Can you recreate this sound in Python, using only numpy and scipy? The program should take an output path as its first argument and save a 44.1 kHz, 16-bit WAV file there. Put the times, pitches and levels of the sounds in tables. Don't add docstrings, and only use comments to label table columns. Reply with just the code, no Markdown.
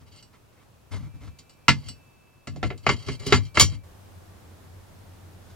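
import sys
import numpy as np
from scipy import signal
from scipy.fft import rfft, irfft, next_fast_len
from scipy.io import wavfile
from scipy.ndimage import uniform_filter1d, minimum_filter1d, map_coordinates

SR = 44100
rng = np.random.default_rng(int(sys.argv[2]) if len(sys.argv) > 2 else 0)


def digitize_waveform(pressure):
    field = np.atleast_2d(pressure).T
    bounded = np.clip(field, -1, 1)
    quanta = np.round(bounded * 32767).astype(np.int16)
    wavfile.write(sys.argv[1], SR, quanta)


N = 244755

# (low edge [Hz], high edge [Hz])
CONTACT_RANGES = [(280, 800), (800, 2500), (2500, 9000), (9000, 16000)]
# (frequency [Hz], relative level [dB], t60 [s])
HOLLOW_MODES = [(365, -7, .07), (402, 0, .09), (440, -9, .07)]
# (time [s], share covered [0-1])
LID_COVER = [(1.68, 0), (2.63, .45), (2.88, .6), (3.32, .8), (3.6, 1)]


def amp(db):
    return 10 ** (np.asarray(db) / 20)


def unit(x):
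    return x / np.sqrt(np.mean(x ** 2) + 1e-20)


def opening(x, size):
    return x / np.sqrt(np.mean(x[:, :size] ** 2) + 1e-20)


def along(points, hz):
    f, v = np.transpose(points)
    return np.interp(np.log(hz + 1), np.log(f + 1), v)


def wobble(rate):
    knots = rng.standard_normal(int(N * rate / SR) + 4)
    return map_coordinates(knots, [np.arange(N) * rate / SR])


def filtered(x, response):
    size = x.shape[-1]
    padded = next_fast_len(size + 4096)
    hz = np.fft.rfftfreq(padded, 1 / SR)
    return irfft(rfft(x, padded) * response(hz), padded)[..., :size]


def band(x, edges, order=5):
    return signal.sosfilt(signal.butter(order, edges, 'band', fs=SR, output='sos'), x)


def ports(x, lag_ms=0.037):
    lag = lag_ms / 1000
    lead = np.array([[1], [-1]])
    return filtered(x, lambda hz: np.exp(1j * np.pi * hz * lag * lead))


def add(track, s, sound):
    start = round(s * SR)
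    track[:, start:start + sound.shape[1]] += sound


def air(spectrum, waver_db):
    # (frequency [Hz], correlation [0-1])
    likeness = [(60, 0.74), (180, 0.24), (550, 0.13), (1650, 0.19), (4970, 0.15), (15000, 0.33)]

    def response(hz):
        turn = np.arccos(np.clip(along(likeness, hz), -1, 1)) / 2
        return amp(along(spectrum, hz)) * [np.cos(turn), np.sin(turn)]

    mid, side = filtered(rng.standard_normal((2, N)), response)
    return unit(np.array([mid + side, mid - side])) * amp(waver_db * wobble(2))


def garden(drone_hz=90, drone_width_hz=7):
    # (frequency [Hz], relative density [dB per Hz])
    porch_spectrum = [(15, -45), (25, -9.5), (53, -9), (70, -4), (123, -2), (184, -10.5), (691, -16.5),
                      (749, -18), (1040, -18), (2150, -28), (2590, -24.5), (2970, -28.5), (15800, -37)]
    bed_spectrum = [(15, -42), (25, -11.5), (53, -14.5), (76, -10), (91, -3), (116, -13), (161, -13),
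                    (189, -12.5), (222, -17), (791, -22.5), (2200, -32.5), (2390, -33.5), (4210, -36),
                    (14600, -42), (15800, -46)]
    move_s, crossfade_s = 3.83, 0.0078
    moved = np.clip((np.arange(N) / SR - move_s) / crossfade_s, 0, 1)
    resonance = lambda hz: 1 / (1 + ((hz - drone_hz) / drone_width_hz) ** 2)
    drone = unit(filtered(rng.standard_normal(N), resonance))
    porch = amp(-56.66) * air(porch_spectrum, waver_db=1.25) + amp(-70.5) * drone + chime()
    bed = amp(-49.75) * air(bed_spectrum, waver_db=0.37) + amp(-50) * drone
    return (1 - moved) * porch + moved * bed


def modes(table, t, spread):
    hz, db, t60 = np.transpose(table)[:, :, None]
    level, side, phase = rng.standard_normal((3, len(table), 1))
    ring = amp(db + level - 60 * t / t60) * np.sin(2 * np.pi * (hz * t + phase))
    return ring.sum(0) + spread * (side * ring).sum(0) * np.array([[1], [-1]])


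def ceramic(lid_share, rim_share, clatter_db, width=0.4):
    # (frequency [Hz], relative level [dB], t60 [s])
    box_modes = [(716, -4, .09), (1352, 5, .075), (1712, -4, .11), (2000, -1, .08), (2078, -1, .13),
                 (2487, -2, .07), (2729, 1, .08), (2912, -2, .1), (3634, -5, .06), (3920, -5, .08),
                 (4151, -5, .09), (4280, -4, .08), (4603, -4, .07), (5464, -9, .07), (6013, -5, .08),
                 (7704, -9, .08)]
    lid_modes = [(1105, 0, .08), (1170, 1, .07), (2103, 2, .11), (2262, -1, .1), (2915, -7, .11),
                 (3095, -5, .08), (3190, -3, .14), (3913, -1, .15), (4533, 6, .1), (4760, -6, .13),
                 (5031, 3, .1), (5817, -1, .155), (6503, -2, .085), (6991, 7, .12), (7483, -6, .1),
                 (8608, -12, .13), (9857, -9, .1), (10760, -12, .11)]
    rim_modes = [(2912, -2, .16), (4151, -2, .14), (4592, 3, .15), (5480, -3, .19), (5814, -3, .11),
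                 (7499, -2, .15), (7709, -3, .13), (8446, 2, .11)]
    # (frequency [Hz], relative density [dB per Hz])
    clatter_spectrum = [(250, 2), (480, 1.5), (620, 3.5), (1150, -0.5), (2200, -7), (3100, 0.5), (3500, -3),
                        (4500, 0), (7000, -8), (9000, -8), (12500, -18.5), (15000, -13)]
    # (frequency [Hz], t60 [s])
    clatter_decay = [(300, 0.19), (700, 0.052), (2000, 0.11), (6000, 0.12), (15000, 0.091)]
    free_rim_db, free_lid_db = 13.5, 3
    t = np.arange(SR // 3) / SR
    ring = np.zeros((2, len(t)))
    box_share = max(1 - lid_share - rim_share, 0)
    for share, table in [(box_share, box_modes), (lid_share, lid_modes), (rim_share, rim_modes)]:
        ring += np.sqrt(share) * modes(table, t, spread=0.35)

    hz, age, noise = signal.stft(rng.standard_normal((2, len(t))), SR, nperseg=128)
    fade_db = along(clatter_spectrum, hz)[:, None] - 60 * age / along(clatter_decay, hz)[:, None]
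    mid, side = signal.istft(noise * amp(fade_db), SR, nperseg=128)[1][:, :len(t)]
    clatter = np.array([mid + width * side, mid - width * side])
    clear_db = free_rim_db * rim_share + free_lid_db * lid_share ** 2
    return ring + amp(clatter_db - clear_db) * clatter


def boards(centre_hz, focus_db=9, rise=0.0069):
    # (nominal frequency [Hz], relative level [dB], t60 [s], left gain [factor], right gain [factor])
    board_modes = [(55.43, -8.5, 0.38, 0.7, 0.5), (78, -4, 0.27, 0.31, 0.99), (98.14, 2, 0.4, 0.81, -0.27),
                   (116.8, -1.5, 0.33, 0.95, -0.29), (149.6, 0, 0.29, 0.018, 1), (200, 2, 0.18, 0.32, 0.68),
                   (247.7, 2.5, 0.21, .55, 0.9), (282.1, 2.5, .18, 0.57, 0.95)]
    t = np.arange(SR // 2) / SR
    out = np.zeros((2, len(t)))
    for hz, db, t60, left, right in board_modes:
        level, detune, phase = rng.standard_normal(3)
        drive_db = db + level - focus_db * abs(np.log2(hz / centre_hz))
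        wave = np.sin(2 * np.pi * (hz * (1 + 0.023 * detune) * t + phase))
        out += np.outer([left, right], amp(drive_db - 60 * t / t60) * wave)
    return out * (1 - np.exp(-t / rise))


def slips(rate, spread_db, clump_db):
    chance = rng.random(N)
    size = np.clip(rng.standard_normal(N), -2, 2)
    strength = amp(spread_db * size + clump_db * wobble(45))
    return unit((chance < rate / SR) * strength * rng.choice([-1, 1], N))


def strokes(table):
    attack_s, swell_db_per_s = 0.016, 11
    rub_release_s, judder_release_s = 0.13, 0.23
    now = np.arange(N) / SR
    rub, judder = np.zeros((2, N))
    for s, length, db, judder_db in table:
        age = now - s
        swell_db = swell_db_per_s * (np.clip(age, 0, length) - length / 2)
        press = np.clip(age / attack_s, 0, 1) * amp(swell_db)
        after = np.clip(age - length, 0, 1)
        rub = np.hypot(rub, press * amp(db - 60 * after / rub_release_s))
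        judder = np.hypot(judder, press * amp(judder_db - 60 * after / judder_release_s))
    return rub, judder


def scuffing():
    # (frequency [Hz], relative density [dB per Hz])
    scuff_spectrum = [(1500, 4), (2500, -8.5), (3300, 0.5), (5500, -2.5), (8000, -6.5), (10000, -9),
                      (15000, -21)]
    dense = slips(rate=4400, spread_db=1.5, clump_db=1.5)
    return unit(filtered(dense, lambda hz: amp(along(scuff_spectrum, hz))))


def rubbed(body, edges, count=3):
    out = np.zeros((2, N))
    for _ in range(count):
        ring = band(body(), edges, order=3)
        force = slips(rate=170, spread_db=4.5, clump_db=2)
        out += signal.oaconvolve(force[None], ring / np.linalg.norm(ring), axes=1)[:, :N]
    return unit(out)


def hollowness(s):
    best_cover, width = 0.79, 0.2
    cover = np.interp(s, *np.transpose(LID_COVER))
    return np.exp(-((cover - best_cover) / width) ** 4)


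def grinding():
    t = np.arange(SR // 3) / SR
    walls = rubbed(lambda: ceramic(0.65, 0, clatter_db=16.5), (280, 2400), count=2)
    cavity = rubbed(lambda: modes(HOLLOW_MODES, t, spread=0.25), (220, 700), count=1)
    share = 0.3 * hollowness(np.arange(N) / SR)
    return np.sqrt(1 - share) * walls + np.sqrt(share) * cavity


def sliding():
    # (start [s], length [s], mid-stroke level [dB], table judder [dB])
    scrape_strokes = [(.057, 0.025, -59, -61), (.11, .08, -55.5, -62), (1.75, 0.15, -57.5, -41.5),
                      (1.852, 0.04, -52.5, -44), (2.63, 0.036, -45, -25), (2.825, 0.048, -54.5, -42),
                      (2.9, 0.027, -36, -28), (2.94, .11, -51, -61), (3.058, .075, -41.5, -33),
                      (3.188, 0.067, -44.5, -37), (3.255, 0.072, -37, -34.5), (3.335, .04, -35, -22.5),
                      (3.39, 0.082, -54.5, -44), (3.542, 0.089, -35, -30.5), (3.65, .1, -51.5, -34)]
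    scuff_strokes = [(0, 0.012, -61, -40.5), (.325, 0.032, -62.5, -66), (.515, .115, -69.5, -78),
                     (.908, 0.059, -46.5, -31.5), (.99, 0.084, -61.5, -34.5), (1.135, 0.035, -68, -39),
                     (1.198, .087, -58.5, -37.5), (2.485, 0.135, -70, -35)]
    # (frequency [Hz], relative drive [dB])
    slip_drive = [(2500, 0), (3200, 4), (3600, -6.5), (4000, 1), (4700, -1), (5400, -4), (7000, -8.5),
                  (10000, 0)]
    usual_db, grind_growth = -50.5, 1.2
    scrape_grind_db, scuff_grind_db = -5, 1
    scrape, scrape_judder = strokes(scrape_strokes)
    scuff, scuff_judder = strokes(scuff_strokes)
    pressure = scrape / amp(usual_db)
    scrape_grind = amp(usual_db + scrape_grind_db) * pressure ** grind_growth
    grind = scrape_grind + amp(scuff_grind_db) * scuff

    ringing = rubbed(lambda: ceramic(0.5, 0.3, clatter_db=13), (2500, 10500), count=2)
    ringing = unit(filtered(ringing, lambda hz: amp(along(slip_drive, hz))))
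    jolts = slips(rate=460, spread_db=4, clump_db=0.5)
    shake = unit(signal.oaconvolve(jolts[None], boards(100, focus_db=12.5), axes=1)[:, :N])
    rubbing = grind * grinding() + scrape * ringing + scuff * scuffing()
    return ports(rubbing) + (scrape_judder + scuff_judder) * shake


def knock_colour(brightness, low_db):
    ring_db, sparkle_db = -6.5, -28.5
    centres = np.log2(CONTACT_RANGES).mean(1)
    octaves_above_clack = np.maximum(centres - centres[1], 0)
    return np.array([low_db, 0, ring_db, sparkle_db]) + brightness * octaves_above_clack


def contact(range_db, brightness, lid_share, rim_share, hollow_share, attack=0.00076):
    t = np.arange(SR // 3) / SR
    struck = lambda x: opening(x, size=SR // 50)
    corner_hz = 8440 * 2 ** (brightness / 3)
    blow = ceramic(lid_share, rim_share, clatter_db=17) * (1 - np.exp(-t / attack))
    knock, clack, ring, sparkle = [struck(band(blow, edges)) for edges in CONTACT_RANGES]
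    ring = struck(filtered(ring, lambda hz: 1 / (1 + 1j * hz / corner_hz) ** 2))
    cavity = struck(band(modes(HOLLOW_MODES, t, spread=0.22), (220, 700), order=2))
    knock = np.sqrt(1 - hollow_share) * knock + np.sqrt(hollow_share) * cavity
    return sum(amp(db) * part for db, part in zip(range_db, [knock, clack, ring, sparkle]))


def clinks():
    # (time [s], level [dB], brightness [dB per octave],
    # low knock over the level [dB], table thump over the level [dB], lid share [0-1], rim share [0-1])
    knock_events = [(1.6812, -11, 0.9, -20.5, -8.5, 0, .1), (2.471, -42.5, 3, -2, 3, 0.17, .45),
                    (2.559, -57, 5, 12, 15, 0.5, .1), (2.628, -30, -2, 0, 1.5, .15, .04),
                    (2.702, -38.5, -3, 1.5, -1.5, 0.33, .15), (2.8648, -19.5, -3, -4, -6.5, .35, 0.5),
                    (2.89, -20, -0.93, -9, -8.5, 0.9, .02), (3.085, -36.5, 0.5, 4.5, 7.5, 0.7, 0.07),
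                    (3.265, -43.5, 9, 11, 13, 0.5, .15), (3.323, -15.5, 0.5, -.5, -1.5, .2, 0.05),
                    (3.343, -28, 2.5, -17, 1, 0.3, 0.1), (3.571, -18, -1.7, -7, -6, 0.4, .02),
                    (3.5958, -18, 9, -9, -12, .85, .05), (3.61, -23.5, 8, -17, 3, 0.93, 0.2)]
    # (time [s], level [dB], lid share [0-1])
    tap_events = [(.16, -55.5, 0), (.225, -52, 0), (1.387, -49, 0.6), (1.494, -55, .1), (1.529, -68, .2),
                  (1.885, -37.5, 0), (2.776, -53.5, 0.3), (3.131, -48.5, 0.5), (3.197, -49.5, 0.4),
                  (3.545, -47.5, 0.3)]
    tap_colour_db = np.array([-21, -16.5, -1.5, -12.5])
    tap_brightness, tap_thump_db, tap_freedom = 7, -10, 0.85
    thump_open_hz, thump_shut_hz = 154, 96
    contacts = []
    for s, db, bright, low, thump, lid, rim in knock_events:
        contacts.append((s, db + knock_colour(bright, low), bright, db + thump, lid, rim))
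    for s, db, lid in tap_events:
        rim = tap_freedom * (1 - lid)
        contacts.append((s, db + tap_colour_db, tap_brightness, db + tap_thump_db, lid, rim))

    china, wood = np.zeros((2, 2, N + SR))
    for s, range_db, brightness, thump_db, lid, rim in contacts:
        cover = np.interp(s, *np.transpose(LID_COVER))
        thump_hz = thump_open_hz + cover * (thump_shut_hz - thump_open_hz)
        add(china, s, contact(range_db, brightness, lid, rim, hollowness(s)))
        add(wood, s, amp(thump_db) * opening(boards(thump_hz), size=SR // 20))
    return ports(china[:, :N]) + wood[:, :N]


def chime(rise=0.045):
    # (time [s], frequency [Hz], level [dB], t60 [s])
    chime_notes = [(0.951, 2345, -66.5, 7.6), (1.08, 2612, -68.5, 6.9), (1.82, 2627, -63, 8.2),
                   (3.15, 2326, -56, 3.5)]
    t = np.arange(N) / SR
    out = np.zeros(N)
    for s, hz, db, t60 in chime_notes:
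        age = np.maximum(t - s, 0)
        envelope = amp(db - 60 * age / t60) * (1 - np.exp(-age / rise))
        out += envelope * np.sin(2 * np.pi * hz * age)
    return out


def rustle():
    start_s, rise_s, level_db = 5.38, 0.075, -63
    rise = np.clip((np.arange(N) / SR - start_s) / rise_s, 0, 1)
    return ports(amp(level_db) * rise * scuffing())


def scene():
    return clinks() + sliding() + rustle() + garden()


def record(dry):
    ceiling_db, look_ahead_s, top_hz = -0.04, 0.003, 15850
    size = round(look_ahead_s * SR)
    needed = np.minimum(1, amp(ceiling_db) / (np.abs(dry).max(0) + 1e-9))
    gain = uniform_filter1d(minimum_filter1d(needed, 2 * size), size)
    return filtered(dry * gain, lambda hz: hz < top_hz)


dry = scene()
out = record(dry)
digitize_waveform(out)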